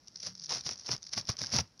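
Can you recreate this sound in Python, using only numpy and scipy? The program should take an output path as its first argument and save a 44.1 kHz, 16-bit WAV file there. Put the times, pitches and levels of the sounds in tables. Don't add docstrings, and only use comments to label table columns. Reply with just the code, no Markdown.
import sys
import numpy as np
from scipy import signal
from scipy.io import wavfile
from scipy.ndimage import uniform_filter1d

SR = 44100
rng = np.random.default_rng(int(sys.argv[2]) if len(sys.argv) > 2 else 0)


def persist_wave(psi):
    counts = np.round(np.clip(psi, -1, 1) * 32767).astype(np.int16)
    wavfile.write(sys.argv[1], SR, np.atleast_2d(counts).T)


N = 79380
TIME = np.arange(N) / SR

# frequency in Hz, relative level in dB.
CRINKLE_SPECTRUM = [(150, -47), (600, -35), (1500, -24), (3000, -24), (4000, -12), (4900, -2), (5600, 2.5),
                    (6250, -6.5), (6900, -24.5), (8000, -46), (9300, -29.5), (10400, -31.5), (11700, -47),
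                    (15800, -58)]
CRACKLE_SPECTRUM = [(150, -31), (600, -33), (1500, -20.5), (3000, -17), (4000, -9.5), (4900, -0.5),
                    (5600, 3.5), (6250, -5.5), (6900, -20.5), (8000, -39), (9300, -28.5), (10400, -24),
                    (11700, -46.5), (13200, -52), (15800, -46)]


def amp(db):
    return 10 ** (np.asarray(db) / 20)


def unit(x):
    return x / np.sqrt(np.mean(x ** 2) + 1e-20)


def steady(x, window_samples):
    power = uniform_filter1d(uniform_filter1d(x ** 2, window_samples), window_samples)
    return x / np.sqrt(abs(power) + 1e-12)


def envelope(times_s, levels_db):
    return amp(np.interp(TIME, times_s, levels_db, left=-120, right=-120))


def colour(x, spectrum, band_hz=(0, SR)):
    hz = np.fft.rfftfreq(4096, 1 / SR)
    points_hz, points_db = np.transpose(spectrum)
    gain = amp(np.interp(np.log(hz + 1), np.log(points_hz + 1), points_db))
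    gain /= np.sqrt(np.mean(gain ** 2 * (hz >= band_hz[0]) * (hz <= band_hz[1])))
    log_gain = np.log(np.r_[gain, gain[-2:0:-1]])
    impulse = np.fft.ifft(np.exp(np.conj(signal.hilbert(log_gain)))).real
    return signal.oaconvolve(x, impulse[:len(hz)])[:N]


def slips(rate_per_s, spread_db, smooth_gain):
    sizes = amp(spread_db * np.minimum(rng.exponential(1, N), 4))
    clicks = sizes * rng.choice([-1, 1], N) * (rng.random(N) < rate_per_s / SR)
    return steady(unit(clicks) + smooth_gain * rng.standard_normal(N), window_samples=600)


def creases(events, spectrum, decay_s, rise_s=0.0002):
    t = TIME[:300]
    shape = (1 - np.exp(-(t + 1 / SR) / rise_s)) * np.exp(-t / decay_s)
    out = np.zeros(2 * N)
    for start_s, peak_db in events:
        burst = colour(rng.standard_normal(len(t)) * shape, spectrum)
        out[round(start_s * SR):][:len(burst)] += amp(peak_db) * burst / abs(burst).max()
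    return out[:N]


def slide():
    # time in seconds, relative level in dB.
    curve = [(0, -66), (.13, -59), (.17, -49), (.33, -57.5), (.38, -51.5), (0.442, -39.5), (.48, -49.5),
             (.62, -72), (.79, -51.5), (.84, -50), (.97, -80), (1.0, -69), (1.038, -45), (1.1, -51.5),
             (1.25, -58), (1.5, -66), (1.66, -73), (1.8, -70)]
    friction = slips(rate_per_s=900, spread_db=4.5, smooth_gain=0.083)
    return amp(-5) * colour(friction * envelope(*np.transpose(curve)), CRINKLE_SPECTRUM)


def hiss():
    # frequency in Hz, relative level in dB.
    spectrum = [(20, -41), (50, -2), (100, -1), (170, 1.5), (260, -5.5), (400, -9.5), (1000, -14),
                (1600, -16.5), (3000, -22), (4200, -17), (5400, -11), (6200, -20), (7200, -29), (8500, -35),
                (10500, -31), (15800, -47)]
    return amp(-67) * colour(rng.standard_normal(N), spectrum)


def ticks():
    # start in seconds, relative peak in dB.
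    small_creases = [(0.0733, -39.5), (0.0777, -41), (0.0816, -33.5), (0.1582, -32), (0.1593, -26.5),
                     (0.1708, -35), (0.2004, -38), (0.2026, -31.5), (0.3517, -32), (0.378, -40),
                     (0.396, -31), (0.4249, -33), (0.4382, -32), (0.4456, -33), (0.4592, -26),
                     (0.4663, -32.5), (0.5927, -33), (0.6086, -28.5), (0.6377, -40), (0.7569, -35),
                     (0.7768, -35.5), (0.7886, -39), (0.7964, -32.5), (0.8004, -55), (0.9643, -29),
                     (0.9786, -36.5), (1.0224, -37), (1.0284, -30), (1.0673, -30), (1.072, -37.5),
                     (1.0919, -32), (1.2116, -27.5), (1.2524, -35.5), (1.272, -34), (1.318, -25),
                     (1.3356, -36), (1.3682, -28), (1.4612, -25), (1.502, -30), (1.6753, -50.5),
                     (1.7767, -47.5), (1.7934, -35)]
    return amp(-2.5) * creases(small_creases, CRINKLE_SPECTRUM, decay_s=0.0014)


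def strokes():
    # time in seconds, relative crackle, scrape and flutter levels in dB.
    stroke_curves = [
        [(0.2, -49, -85, -84), (0.212, -48.5, -74, -87), (0.22, -50, -79, -79), (0.232, -37.5, -60, -65),
         (0.242, -41.5, -63.5, -69), (0.272, -36, -48, -53), (0.286, -43.5, -56.5, -56),
         (0.326, -58.5, -69.5, -63), (0.34, -77, -90, -59)],
        [(0.475, -79, -81, -66), (0.497, -32, -48, -65), (0.525, -32, -40.5, -48.5), (0.531, -31.5, -48, -70),
         (0.549, -31, -46.5, -56), (0.557, -35.5, -47.5, -54), (0.567, -35, -39.5, -54),
         (0.577, -36, -53.5, -51), (0.63, -58, -67, -65)],
        [(0.63, -52, -75, -71), (0.648, -44.5, -66, -68), (0.664, -32, -42.5, -43), (0.684, -38.5, -57.5, -55),
         (0.692, -44, -38, -66), (0.704, -38.5, -62.5, -57), (0.716, -35.5, -51, -53), (0.738, -42, -60.5, -57),
         (0.77, -83, -68, -78)],
        [(0.77, -59, -61, -74), (0.778, -57, -82, -84), (0.796, -49, -59.5, -87), (0.802, -50, -74, -72),
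         (0.81, -50, -72, -71), (0.816, -52, -64, -75), (0.828, -60, -70, -73), (0.84, -59, -80, -84)],
        [(0.84, -61, -65, -84), (0.864, -38, -57, -87), (0.882, -39.5, -56, -73), (0.892, -38, -37, -50),
         (0.9, -41.5, -54.5, -43), (0.914, -30, -42.5, -45.5), (0.946, -35, -46, -40.5), (0.982, -75, -69, -78),
         (0.99, -84, -67, -54)],
        [(1.11, -66, -80, -84), (1.136, -27, -47, -58), (1.152, -48, -58.5, -67), (1.166, -38.5, -56, -51.5),
         (1.178, -28.5, -36, -35), (1.192, -32, -50, -43.5), (1.218, -51.5, -60, -52), (1.24, -71, -65.5, -72),
         (1.25, -69, -62, -55)],
        [(1.26, -72, -63, -60), (1.272, -42, -68, -78), (1.28, -43, -66, -63), (1.292, -29, -40, -37),
         (1.3, -29.5, -37.5, -26), (1.318, -43, -57, -65), (1.334, -44, -57.5, -62), (1.36, -94, -60.5, -62)],
        [(1.375, -61, -60, -74), (1.379, -51, -65, -65), (1.391, -35.5, -50.5, -52), (1.405, -42, -58, -62),
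         (1.417, -34.5, -40, -41), (1.427, -36.5, -61, -37.5), (1.439, -34.5, -46.5, -50),
         (1.459, -44, -60.5, -52.5), (1.5, -48, -54, -62)],
        [(1.5, -54.5, -63, -58), (1.522, -35, -47, -55), (1.538, -28, -39.5, -34), (1.57, -29.5, -37, -31.5),
         (1.578, -30.5, -46, -47), (1.588, -28, -33.5, -32.5), (1.612, -32, -45.5, -36.5),
         (1.622, -81, -61, -47), (1.66, -90, -66.5, -63)],
    ]
    # frequency in Hz, relative level in dB.
    scrape_spectrum = [(100, -26.5), (220, -5), (350, -0.5), (520, 2.5), (950, 1), (1500, -0.5),
                       (2500, -3.5), (4000, -8.5), (7500, -29), (11000, -27.5), (15500, -41)]
    flutter_spectrum = [(20, -32), (42, -27), (65, -13.5), (95, -1), (135, -0.5), (180, -1.5), (240, -10),
                        (340, -26), (800, -46), (3000, -48.5)]
    crackle_gain, scrape_gain, flutter_gain = np.zeros((3, N))
    for curve in stroke_curves:
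        times_s, crackle_db, scrape_db, flutter_db = np.transpose(curve)
        crackle_gain += envelope(times_s, crackle_db)
        scrape_gain += envelope(times_s, scrape_db)
        flutter_gain += envelope(times_s, flutter_db)
    fine = slips(rate_per_s=1800, spread_db=3.5, smooth_gain=0.21)
    rough = slips(rate_per_s=1500, spread_db=4, smooth_gain=0.28)
    crackle = colour(fine * crackle_gain, CRACKLE_SPECTRUM, band_hz=(3500, 7000))
    scrape = colour(rough * scrape_gain, scrape_spectrum, band_hz=(350, 2500))
    flutter = flutter_gain * steady(colour(rng.standard_normal(N), flutter_spectrum), window_samples=700)
    return amp(-2.5) * (crackle + scrape) + amp(-2) * flutter


def hum(waver_depth=0.27):
    # time in seconds, pitch in Hz, level in dB.
    tone_curve = [(.21, 185.9, -84), (.25, 182.2, -66.5), (0.289, 172.4, -55), (.34, 191.3, -64),
                  (.41, 171.7, -63), (.45, 158, -66), (.49, 149, -61), (.6, 154, -71), (0.678, 149.7, -74),
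                  (.75, 152, -77)]
    times_s, pitch_hz, level_db = np.transpose(tone_curve)
    lowpass = signal.butter(2, 35, fs=SR, output="sos")
    waver = unit(signal.sosfilt(lowpass, rng.standard_normal((2, N))))
    phase = 2 * np.pi * np.cumsum(np.interp(TIME, times_s, pitch_hz)) / SR
    tone = np.exp(1j * phase) * (1 + waver_depth * (waver[0] + 1j * waver[1]))
    return np.sqrt(2) * tone.real * envelope(times_s, level_db)


def folds(pole_width_hz=210):
    # start in seconds, length in seconds, pitch in Hz, level in dB.
    rasps = [(0.223, 0.023, 573, -60), (.262, .025, 520, -56), (0.5, 0.038, 1030, -47.5),
             (0.507, 0.037, 582, -47.5), (0.649, 0.039, 404, -58), (0.891, 0.0087, 405, -40),
             (1.13, 0.017, 2180, -50), (1.179, 0.0073, 710, -43.5), (1.291, 0.0072, 1150, -37),
             (1.434, 0.015, 1540, -46), (1.579, 0.016, 905, -39.5)]
    radius = np.exp(-np.pi * pole_width_hz / SR)
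    out = np.zeros(N)
    for start_s, length_s, pitch_hz, level_db in rasps:
        pole = radius * np.exp(2j * np.pi * pitch_hz / SR)
        rasp = signal.lfilter([1], np.poly([pole, pole]), rng.standard_normal(N)).real
        swell = np.sin(np.pi * np.clip((TIME - start_s) / length_s, 0, 1))
        out += amp(level_db) * steady(rasp, window_samples=300) * swell
    return out


def snaps():
    # start in seconds, relative peak in dB.
    loud_creases = [(0.2286, -26.5), (0.2683, -22), (0.4936, -25), (0.5058, -33), (0.5208, -16.5),
                    (0.5491, -19.5), (0.6634, -30), (0.6676, -25), (0.6906, -19.5), (0.7112, -28),
                    (0.8605, -32.5), (0.8888, -28), (0.9157, -13.5), (1.1336, -22), (1.1767, -33),
                    (1.289, -20.5), (1.3024, -20), (1.3886, -26), (1.4164, -19), (1.4685, -22),
                    (1.5267, -19.5), (1.5639, -13.5), (1.5864, -17)]
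    return amp(-2.5) * creases(loud_creases, CRACKLE_SPECTRUM, decay_s=0.001)


def thumps(pitch_hz=106.7, rise_s=0.0013, t60_s=0.042, low_cut_hz=69):
    # start in seconds, relative level in dB.
    tugs = [(.905, -37.5), (1.177, -30), (1.2948, -27.5), (1.587, -22), (1.597, -24), (1.608, -28.5)]
    out = np.zeros(N)
    for start_s, level_db in tugs:
        t = np.maximum(TIME - start_s, 0)
        shape = amp(level_db - 60 * t / t60_s) * (1 - np.exp(-t / rise_s))
        out += shape * np.sin(2 * np.pi * pitch_hz * t)
    return signal.sosfilt(signal.butter(4, low_cut_hz, "high", fs=SR, output="sos"), out)


def room(x, t60_s=0.22, tail_db=-22, echoes_per_s=3000, gap_s=0.003):
    t = TIME[:SR // 2]
    echoes = rng.standard_normal(len(t)) * (rng.random(len(t)) < echoes_per_s / SR)
    tail = echoes * (t > gap_s) * amp(-60 * t / t60_s)
    return x + amp(tail_db) * signal.oaconvolve(x, tail / np.linalg.norm(tail))[:N]


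def scene():
    background = hiss()
    covering = snaps() + ticks() + strokes() + slide() + folds() + thumps()
    return (room(covering) + hum() + background)[None]


def record(dry):
    cutoff_hz = 15900
    lowpass = signal.firwin(511, cutoff_hz, window=("kaiser", 9), fs=SR)
    return signal.oaconvolve(dry, lowpass[None], "same")


dry = scene()
out = record(dry)
persist_wave(out)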